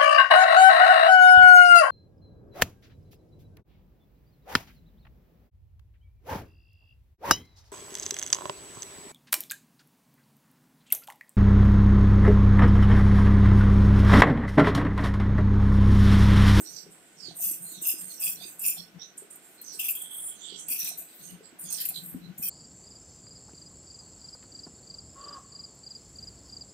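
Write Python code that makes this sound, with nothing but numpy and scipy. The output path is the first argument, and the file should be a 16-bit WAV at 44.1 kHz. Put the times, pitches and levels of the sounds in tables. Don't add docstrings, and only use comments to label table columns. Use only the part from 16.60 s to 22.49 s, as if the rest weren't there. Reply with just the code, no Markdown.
import sys
import numpy as np
from scipy import signal
from scipy.fft import rfft, irfft, next_fast_len
from scipy.io import wavfile
from scipy.ndimage import uniform_filter1d, map_coordinates

SR = 44100
rng = np.random.default_rng(int(sys.argv[2]) if len(sys.argv) > 2 else 0)


def persist_wave(psi):
    counts = np.round(np.clip(psi, -1, 1) * 32767).astype(np.int16)
    wavfile.write(sys.argv[1], SR, np.atleast_2d(counts).T)


N = 259964
T = np.arange(N) / SR

# start in seconds, attack in seconds, hold in seconds, shearing level in dB,
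# level of the blades' low ring in dB, level of its overtones in dB, resting pitch of the low ring in Hz.
CLOSING_STROKES = [(0.775, 0.067, 0.044, -29, -53, -48.5, 2621),
                   (1.212, 0.047, 0.064, -35.5, -47.5, -45.5, 2647),
                   (1.575, 0.065, 0.042, -30, -47, -45, 2555), (1.982, 0.069, 0.031, -28, -46, -48.5, 2540),
                   (3.186, 0.0081, 0.11, -34.5, -45, -54, 2587),
                   (4.074, 0.015, 0.056, -33.5, -47, -52.5, 2459),
                   (4.168, 0.018, 0.097, -42, -54, -68, 2527),
                   (5.098, 0.0062, 0.2, -43.5, -64, -61.5, 2514),
                   (5.807, 0.037, 0.054, -33.5, -54.5, -51, 2413)]
# start in seconds, attack in seconds,
# hold in seconds, hiss level in dB, bright fizz level in dB.
EDGE_SLIDES = [(0.0, 0.00036, 0.016, -43, -40), (0.07, 0.025, 0.1, -54.5, -51),
               (0.29, 0.023, 0.016, -53, -61), (0.36, 0.021, 0.49, -62, -72),
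               (0.735, 0.04, 0.14, -46, -40.5), (0.98, 0.053, 0.081, -46, -42.5),
               (1.203, 0.022, 0.064, -41, -33.5), (1.36, 0.032, 0.026, -41.5, -38),
               (1.45, 0.028, 0.067, -50, -44), (1.598, 0.0049, 0.057, -40, -48),
               (1.78, 0.046, 0.091, -49.5, -42.5), (1.98, 0.0073, 0.04, -45, -56),
               (2.12, 0.03, 0.026, -54, -46), (2.566, 0.0081, 0.011, -55, -53),
               (2.698, 0.0079, 0.027, -52.5, -55), (2.8, 0.041, 0.12, -57, -56.5),
               (3.012, 0.0067, 0.041, -53.5, -56), (3.115, 0.016, 0.023, -48.5, -48),
               (3.35, 0.023, 0.025, -44, -39), (3.42, 0.011, 0.012, -42.5, -47),
               (3.5, 0.0087, 0.091, -43, -44), (3.62, 0.026, 0.045, -42, -45),
               (3.96, 0.033, 0.028, -42.5, -62), (4.22, 0.026, 0.042, -42, -49),
               (4.365, 0.013, 0.026, -47, -38), (4.45, 0.039, 0.21, -56.5, -54),
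               (4.983, 0.013, 0.04, -43, -41.5), (5.102, 0.0073, 0.034, -40, -52),
               (5.3, 0.058, 0.014, -46, -42.5), (5.41, 0.023, 0.067, -55, -41.5),
               (5.772, 0.011, 0.093, -50.5, -39)]
# centre in Hz,
# width in Hz of a single resonator, level in dB, left-right balance in dB.
LOW_RING_MODES = [(2590, 293, 0, 12.3)]
# centre in Hz, width in Hz, level in dB,
# left-right balance in dB.
EDGE_MODES = [(7194, 1510, -1.5, -13.5), (7620, 1450, 4.5, -9.5), (8870, 520, 8, -8), (9250, 130, -10, -18)]
# centre in Hz, width in Hz, level in dB, left-right balance in dB.
UPPER_EDGE_MODES = [(11080, 2200, -4.5, 8), (12280, 870, 11, 2.5), (13900, 2250, 5, 5.5),
                    (14700, 580, 4, -8)]

CUT_FALL_DB_PER_S, SLIDE_FALL_DB_PER_S = 237, 210
SWELL_DB = 6


def amp(db):
    return 10 ** (np.asarray(db) / 20)


def unit(x):
    return x / np.sqrt(np.mean(x ** 2) + 1e-20)


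def along(points, hz):
    f, v = np.transpose(points)
    return np.interp(np.log(hz + 1), np.log(f + 1), v)


def add(track, s, sound):
    start = max(round(s * SR), 0)
    part = track[..., start:start + sound.shape[-1]]
    part += sound[..., :part.shape[-1]]


def balance(db):
    return amp([[db / 2], [-db / 2]])


def wobble(rate):
    knots = rng.standard_normal(int(N * rate / SR) + 4)
    return map_coordinates(knots, [T * rate])


def envelope(attack, hold, fall_db_per_s):
    t = np.arange(SR * 3 // 4) / SR
    rise = np.minimum(t / attack, 1) ** 2
    return rise * amp(-fall_db_per_s * np.maximum(t - attack - hold, 0))


def strokes(rows, fall_db_per_s):
    power = np.zeros((len(rows[0][3:]), N))
    for start, attack, hold, *levels_db in rows:
        gains = np.outer(amp(levels_db), envelope(attack, hold, fall_db_per_s))
        add(power, start, gains ** 2)
    return np.sqrt(power)


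def filtered(x, response):
    m = next_fast_len(N + SR // 4)
    return irfft(rfft(x, m) * response(np.fft.rfftfreq(m, 1 / SR)), m)[..., :N]


def noise(spectrum):
    # frequency in Hz, left-right correlation.
    likeness = [(40, .45), (170, .75), (300, .85), (600, .75), (1200, .45), (2500, .1), (10000, 0)]

    def mid_and_side(hz):
        turn = np.arccos(np.clip(along(likeness, hz), -1, 1)) / 2
        return amp(along(spectrum, hz)) * [np.cos(turn), np.sin(turn)]
    mid, side = filtered(rng.standard_normal((2, N)), mid_and_side)
    return unit(np.array([mid + side, mid - side]))


def crackle(rate, spread_db, clump_hz, clump_db):
    snaps = (rng.random(N) < rate / SR) * amp(spread_db * np.clip(rng.standard_normal(N), -2, 2))
    phase = rng.uniform(0, 2 * np.pi, (2, N))
    pair = snaps * np.cos(phase) + np.roll(snaps * np.sin(phase), 1, axis=1)
    return unit(pair * amp(clump_db * np.clip(wobble(clump_hz), -2, 2)))


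def catches(rate, t60, spread_db):
    t = np.arange(SR // 10) / SR
    steps = (rng.random(N) < rate / SR) * amp(spread_db * np.clip(rng.standard_normal(N), -1.5, 1.5))
    decay_power = amp(-120 * t / t60)
    power = signal.fftconvolve(steps ** 2, decay_power)[:N]
    return unit(np.sqrt(np.abs(power)))


def ring(x, modes, order=1):
    def response(f):
        total = 0
        for k, (centre, width, db, pan_db) in enumerate(modes):
            resonance = 1j * f * width / (centre * centre - f * f + 1j * f * width)
            total = total + (-1) ** k * amp(db) * balance(pan_db) * resonance ** order
        return total * f ** 8 / (f ** 8 + (.75 * modes[0][0]) ** 8)
    return filtered(x, response)


def travelling(x, depth_db):
    z = signal.stft(x, nperseg=512)[2]
    field = rng.standard_normal(z.shape) + rng.standard_normal(z.shape[1:])
    for _ in range(2):
        field = uniform_filter1d(uniform_filter1d(field, size=3, axis=1), size=14, axis=2)
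    gain = amp(depth_db * np.clip(unit(field), -2.5, 1.3))
    gain /= np.sqrt(uniform_filter1d(gain ** 2, size=30, axis=1))
    return signal.istft(z * gain, nperseg=512)[1][:, :N]


def gliding(x, ratio):
    return np.array([map_coordinates(side, [np.cumsum(ratio)], mode="mirror") for side in x])


def sinking(x, bend=.06, bend_s=0.075):
    ratio = np.ones(N)
    for start, *_, rest_hz in CLOSING_STROKES:
        since = T[T >= start] - start
        ratio[T >= start] = rest_hz / LOW_RING_MODES[0][0] * (1 + bend * np.exp(-since / bend_s))
    return gliding(x, ratio)


def floor_bounce(x, delay=0.0005087, share=0.93, sway=0.089):
    late = [np.interp(T - delay * (1 + sway * wobble(5.2)), T, side) for side in x]
    return (x - share * np.array(late)) / np.hypot(1, share)


def room_tone():
    # frequency in Hz, level in dB.
    air = [(15, -34), (25, -12), (75, -15.5), (160, -2), (331, 4.5), (919, -9.5), (1800, -5), (2630, -5),
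           (4750, -12), (8810, -14.5), (9550, -23.5), (12800, -14.5), (15500, -20)]
    # centre in Hz, width in Hz, height in dB.
    bumps = [(729, 177, 6), (1496, 100, 8)]

    def colour(hz):
        return amp(sum(db / (1 + (2 * (hz - centre) / width) ** 2) for centre, width, db in bumps))
    return amp(-59.5) * filtered(noise(air), colour)


def room(x):
    # frequency in Hz, time to fall by 60 dB in seconds.
    decay = [(200, 0.28), (2500, 0.088), (8000, 0.28), (15000, 0.04)]
    hz, t, z = signal.stft(rng.standard_normal((2, SR // 2)), SR, nperseg=256)
    tail = signal.istft(z * amp(-60 * t / along(decay, hz)[:, None]), SR, nperseg=256)[1]
    late = np.pad(x, ((0, 0), (180, 0)))
    return signal.fftconvolve(late, tail / np.linalg.norm(tail[0]), axes=1)[:, :N]


def rustling(rest_db=-73, swing_db=5, drag_db=-22, brush_db=-23):
    # frequency in Hz, level in dB.
    rustle = [(300, -53), (700, 5), (1500, 2), (2300, -0.5), (4000, -57)]
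    _, ring_gain, _ = strokes([cut[:-1] for cut in CLOSING_STROKES], CUT_FALL_DB_PER_S)
    hiss_gain, _ = strokes(EDGE_SLIDES, SLIDE_FALL_DB_PER_S)
    moved = np.hypot(amp(drag_db) * ring_gain, amp(brush_db) * hiss_gain)
    resting = amp(rest_db + swing_db * np.clip(wobble(16), -2, 1.5))
    return np.hypot(resting, moved) * noise(rustle)


def handling(pan_db=8, lead=0.067, attack=0.037, fall_db_per_s=276, rest_db=-72, stir_db=4.5):
    # start in seconds, hold in seconds, level in dB.
    hand_shifts = [(0.07, 0.052, -64.5), (0.22, 0.037, -59), (0.627, 0.054, -54.5), (0.815, 0.047, -55.5),
                   (0.975, 0.046, -55.5), (1.143, 0.013, -56), (1.391, 0.032, -55), (1.622, 0.19, -59),
                   (2.157, 0.012, -53), (2.315, 0.028, -54), (3.895, 0.023, -60.5), (4.193, 0.013, -58),
                   (4.569, 0.098, -59), (4.67, 0.037, -51), (5.01, 0.015, -51.5), (5.258, 0.017, -57.5),
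                   (5.348, 0.1, -51.5), (5.5, 0.023, -46.5), (5.577, 0.1, -46.5), (5.755, 0.062, -56.5)]
    # frequency in Hz, level in dB.
    rumble = [(30, -25), (90, -18.5), (140, -6.5), (176, 7), (220, -11.5), (320, -14), (500, -31),
              (1200, -78)]
    shifts = strokes([(s, attack, hold, db) for s, hold, db in hand_shifts], fall_db_per_s)
    stirring = amp(rest_db + stir_db * np.clip(wobble(9.0), -2, 1.5))
    sides = balance(pan_db) * np.exp([[.5j * lead], [-.5j * lead]])
    return np.hypot(shifts, stirring) * filtered(noise(rumble), lambda hz: sides)


def knocking(t60=0.039, attack=0.0016):
    # start in seconds, level in dB, pitch in Hz.
    knocks = [(0.009, -50, 327), (0.264, -57, 410), (0.682, -54.5, 343), (0.709, -59.5, 714),
              (0.799, -60.5, 708), (0.912, -56.5, 317), (1.119, -61, 318), (1.218, -57, 333),
              (1.338, -54, 320), (1.812, -61, 715), (1.852, -59, 350), (2.17, -61.5, 730),
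              (2.345, -68, 318), (2.621, -56.5, 410), (3.146, -60, 420), (3.922, -56, 410),
              (4.106, -59, 275.6), (4.313, -58, 710), (4.415, -63.5, 666), (4.807, -57.5, 425),
              (4.927, -60, 310), (5.314, -62.5, 737), (5.545, -43.5, 252), (5.796, -51, 190.3)]
    t = np.arange(SR // 5) / SR
    shape = amp(-60 * t / t60) * (1 - np.exp(-t / attack))
    track = np.zeros(N)
    for s, db, hz in knocks:
        add(track, s, amp(db + 18.0) * np.sin(2 * np.pi * hz * t) * shape)
    return track * balance(-1)


def ticking(t60=0.041, swell=0.0048, attack=0.00022):
    # start in seconds, level in dB,
    # level of the middle resonances relative to the tick in dB.
    ticks = [(0.769, -42, -9), (0.8067, -22.5, -11), (0.9114, -23, -2), (1.2141, -43, -11), (1.6, -26, -11),
             (1.9938, -26, -5), (2.577, -40, 10), (2.705, -48, 10), (2.757, -38.5, -6), (3.015, -29.5, -28),
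             (3.1977, -25, -4), (3.418, -25, -5), (4.084, -25, -2.5), (4.672, -51, 3), (4.705, -39, -12),
             (4.995, -49, -8), (5.008, -34, -9), (5.037, -36, 0), (5.102, -35, 5.5), (5.126, -21.5, -4),
             (5.7823, -30, -18)]
    t = np.arange(SR // 16) / SR
    upper, middle = np.zeros(N), np.zeros(N)
    burst = amp(-60 * t / t60) * (1 - np.exp(-t / attack))
    building = burst * (1 - np.exp(-t / swell))
    for s, db, ring_db in ticks:
        add(upper, s, amp(db) * burst)
        add(middle, s, amp(db + ring_db) * building)
    contact = rng.standard_normal((2, N))
    bright = upper * unit(ring(contact, UPPER_EDGE_MODES))
    return amp(-6) * bright + amp(5.5) * middle * unit(ring(contact, EDGE_MODES))


def bunching():
    # start in seconds, attack in seconds, hold in seconds, level in dB.
    bunches = [(1.37, 0.024, 0.12, -72.5), (4.15, 0.054, 0.089, -65), (4.37, 0.033, 0.31, -77.5),
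               (5.12, 0.08, 0.043, -58)]
    # frequency in Hz, level in dB.
    cloth = [(1200, -31), (2000, -2), (2500, -10.5), (4000, 2.5), (5000, -5), (8000, -23)]
    fibres = crackle(rate=2600, spread_db=2, clump_hz=110, clump_db=2.2)
    fibres = fibres * catches(rate=130, t60=.07, spread_db=2)
    crunch = travelling(filtered(fibres, lambda hz: amp(along(cloth, hz))), SWELL_DB)
    return amp(13.5) * unit(crunch) * strokes(bunches, CUT_FALL_DB_PER_S)


def skidding(pan_db=-13, between_db=-37, attack=0.042, swell=0.31, fall_db_per_s=335, strand_db=4.5):
    # start in seconds, hold in seconds, level in dB, resonance at the start in Hz,
    # at the end in Hz, its width in Hz, distance to a second resonance in Hz, relative level of the second in dB.
    skids = [(0.018, 0.03, -51, 5170, 5780, 450, -1400, -16),
             (0.096, 0.053, -49, 6800, 5650, 660, -1000, -9), (0.544, 0.11, -48, 6200, 4020, 554, 2200, -7),
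             (0.772, 0.037, -47.5, 6600, 6400, 600, 1200, -2), (0.982, 0.11, -59, 7760, 7000, 500, 1200, 2),
             (1.082, 0.065, -54.5, 4400, 3660, 347, 2308, 1), (1.44, 0.1, -56, 6600, 5760, 534, -2000, -43),
             (1.744, 0.059, -53, 3000, 3800, 330, 950, 1), (2.132, 0.027, -53, 3970, 4340, 248, 1152, 6),
             (2.378, 0.017, -48, 5400, 5930, 320, -2000, -10.5),
             (3.001, 0.11, -51, 6600, 5560, 520, -1150, -11.5),
             (3.725, 0.043, -58, 6670, 6150, 300, -2400, -19),
             (3.769, 0.15, -48.5, 3720, 3210, 380, 2609, -25),
             (3.781, 0.055, -50, 7200, 8050, 597, -1200, -34),
             (3.925, 0.034, -53, 7200, 7970, 604, -1650, -11),
             (3.856, 0.037, -55, 4320, 4430, 499, 1493.5, -28),
             (4.131, 0.12, -45.5, 6030, 5820, 500, -1900, -14.5),
             (4.583, 0.055, -58.5, 6550, 6400, 500, -1900, -23),
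             (4.806, 0.0039, -58.5, 4420, 4700, 500, 3004, 11),
             (5.004, 0.044, -55.5, 4770, 4860, 400, 1900, 9),
             (5.045, 0.11, -47, 7500, 5070, 875, -1700, -17),
             (5.311, 0.017, -47, 4500, 4030, 700, 2300, -16),
             (5.601, 0.0065, -62.5, 4070, 4010, 250, 2100, -17)]
    grit = crackle(rate=5100, spread_db=0.0, clump_hz=143.8, clump_db=2.5)
    grit = travelling(grit, strand_db)
    track = np.zeros((2, N))
    for s, hold, db, from_hz, to_hz, width_hz, second_hz, second_db in skids:
        shape = envelope(attack + swell * hold, (1 - swell) * hold, fall_db_per_s)
        piece = np.roll(grit, -round(s * SR), axis=1)[:, :len(shape)]
        hz, t, z = signal.stft(piece, SR, nperseg=512)
        offset = hz[:, None] - np.interp(t, [0, attack + hold], [from_hz, to_hz])
        first = 1 / (1 + (offset / width_hz) ** 2) ** 2
        second = 1 / (1 + ((offset - second_hz) / width_hz) ** 2) ** 2
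        modes = first + amp(second_db) * second + amp(between_db)
        radiated = amp(along([(1500, -38), (2400, -3), (3200, 13.5), (7000, 4.0), (12000, -13)], hz))
        rasp = signal.istft(z * modes * radiated[:, None], SR, nperseg=512)[1][:, :len(shape)]
        add(track, s, amp(db + 7.0) * unit(rasp * balance(pan_db)) * shape)
    return track


def singing(width_hz=260, flutter_hz=65, flutter_db=4.5, pan_db=-9):
    # start in seconds, attack in seconds, hold in seconds, level in dB, pitch in Hz.
    grazes = [(1.04, 0.015, 0.14, -59, 4200), (1.484, 0.014, 0.013, -56, 4290),
              (1.809, 0.0085, 0.026, -52, 6410), (1.815, 0.011, 0.015, -52, 2530),
              (2.158, 0.015, 0.013, -54.5, 3390), (2.974, 0.0092, 0.008, -59.5, 4180),
              (3.193, 0.0091, 0.036, -49, 3340), (3.328, 0.024, 0.081, -50.5, 3300),
              (3.476, 0.035, 0.049, -49, 3310), (3.655, 0.036, 0.034, -55.5, 3300),
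              (4.387, 0.013, 0.015, -62, 2520), (4.684, 0.006, 0.0063, -57, 2920),
              (5.042, 0.015, 0.032, -53, 3395)]
    track = np.zeros((2, N))
    for s, attack, hold, db, hz in grazes:
        shape = envelope(attack, hold, SLIDE_FALL_DB_PER_S)
        b, a = signal.iirpeak(hz, hz / width_hz, SR)
        tone = rng.standard_normal((2, len(shape)))
        for _ in range(2):
            tone = signal.lfilter(b, a, tone)
        add(track, s, amp(db) * unit(tone) * shape)
    flutter = unit(amp(flutter_db * np.clip(wobble(flutter_hz), -2, 1.5)))
    return track * flutter * balance(pan_db)


def sliding(rest_hz=8400):
    # time in seconds, centre in Hz;
    # at a centre of rest_hz its resonances lie as listed.
    hiss_pitch = [(0.1, 7960), (0.4, 8560), (0.6, 7720), (0.8, 8460), (1.85, 8070), (2.6, 8260),
                  (3.15, 8315), (3.65, 8925), (3.95, 7824), (4.7, 8140), (5.05, 8920), (5.4, 8050)]
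    rub = crackle(rate=9000, spread_db=1.5, clump_hz=117.4, clump_db=1.5)
    rub = rub * (0.73 + 0.25 * catches(rate=56, t60=0.21, spread_db=20.0))
    mirrored = floor_bounce(rub)
    hiss_gain, fizz_gain = strokes(EDGE_SLIDES, SLIDE_FALL_DB_PER_S)
    ratio = np.interp(T, *np.transpose(hiss_pitch)) / rest_hz
    hiss = unit(gliding(ring(mirrored, EDGE_MODES), ratio)) * hiss_gain
    fizz = unit(ring(mirrored, UPPER_EDGE_MODES)) * fizz_gain
    return amp(2.5) * hiss + amp(-2.5) * fizz


def cutting(bite_attack=0.0011, bite_fall_db_per_s=1087, bite_ring_db=-27, ragged_db=3, ragged_hz=75):
    # start in seconds, hold in seconds, level in dB.
    bundle_bites = [(1.27, 0.001, -19.5), (1.283, 0.005, -21), (1.299, 0.0036, -24), (1.302, 0.003, -37),
                    (2.064, 0.0018, -30), (2.096, 0.0067, -25.5), (3.239, 0.006, -36), (3.264, 0.001, -34),
                    (3.283, 0.0071, -25.5), (3.295, 0.003, -28), (3.306, 0.003, -22.5),
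                    (3.351, 0.0082, -30), (4.099, 0.004, -26.5), (4.115, 0.002, -32), (4.189, 0.0027, -27),
                    (4.202, 0.0086, -30), (4.244, 0.007, -29), (4.273, 0.004, -33), (4.284, 0.004, -29.5),
                    (5.201, 0.005, -31), (5.21, 0.0049, -27.5), (5.2516, 0.0029, -24), (5.287, 0.0034, -24),
                    (5.825, 0.0033, -28)]
    # centre in Hz, width in Hz, level in dB,
    # left-right balance in dB.
    blade_modes = [(7285, 380, -3, -9.5), (8930, 540, 3, -4.5), (9650, 1060, -1, 1), (11330, 580, 6, -3.5),
                   (13250, 1500, 4, 5), (14850, 760, 6, 3)]
    # centre in Hz,
    # width in Hz of a single resonator, level in dB, left-right balance in dB.
    overtone_modes = [(3330, 130, -4.5, 6), (4880, 520, -5.5, -12), (5870, 275, -0.5, -14)]
    threads = crackle(rate=3600, spread_db=2.5, clump_hz=247, clump_db=1.7)
    threads = threads * (.7 + .4 * catches(rate=150, t60=.03, spread_db=3))
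    shear_gain, ring_gain, overtone_gain = strokes([cut[:-1] for cut in CLOSING_STROKES], CUT_FALL_DB_PER_S)
    bite_gain, = strokes([(s, bite_attack, hold, db) for s, hold, db in bundle_bites], bite_fall_db_per_s)

    mirrored = floor_bounce(ring(threads, blade_modes), share=0.76)
    crunch = unit(travelling(mirrored, SWELL_DB)) * shear_gain
    bundles = rng.standard_normal((2, N))
    snap = unit(ring(bundles, blade_modes)) + amp(-3.5) * unit(ring(bundles[::-1], UPPER_EDGE_MODES))
    bites = unit(snap) * bite_gain

    push = threads * amp(ragged_db * np.clip(wobble(ragged_hz), -2, 1.3))
    low_ring = unit(sinking(ring(push, LOW_RING_MODES, order=2)))
    body = low_ring * np.hypot(ring_gain, amp(bite_ring_db) * bite_gain)
    overtones = travelling(sinking(ring(push, overtone_modes, order=2)), SWELL_DB)
    overtones = unit(overtones) * overtone_gain
    return amp(2.5) * crunch + amp(-1.4) * bites + amp(4.5) * body + amp(5.5) * overtones


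def scene():
    near = knocking() + ticking() + bunching() + skidding() + singing()
    near = near + travelling(sliding(), SWELL_DB) + cutting()
    return room_tone() + rustling() + handling() + amp(-6.0) * room(near) + near


def record(dry, top_hz=15650):
    return filtered(dry, lambda hz: 1 / (1 + (hz / top_hz) ** 160))


dry = scene()
out = record(dry)
persist_wave(out)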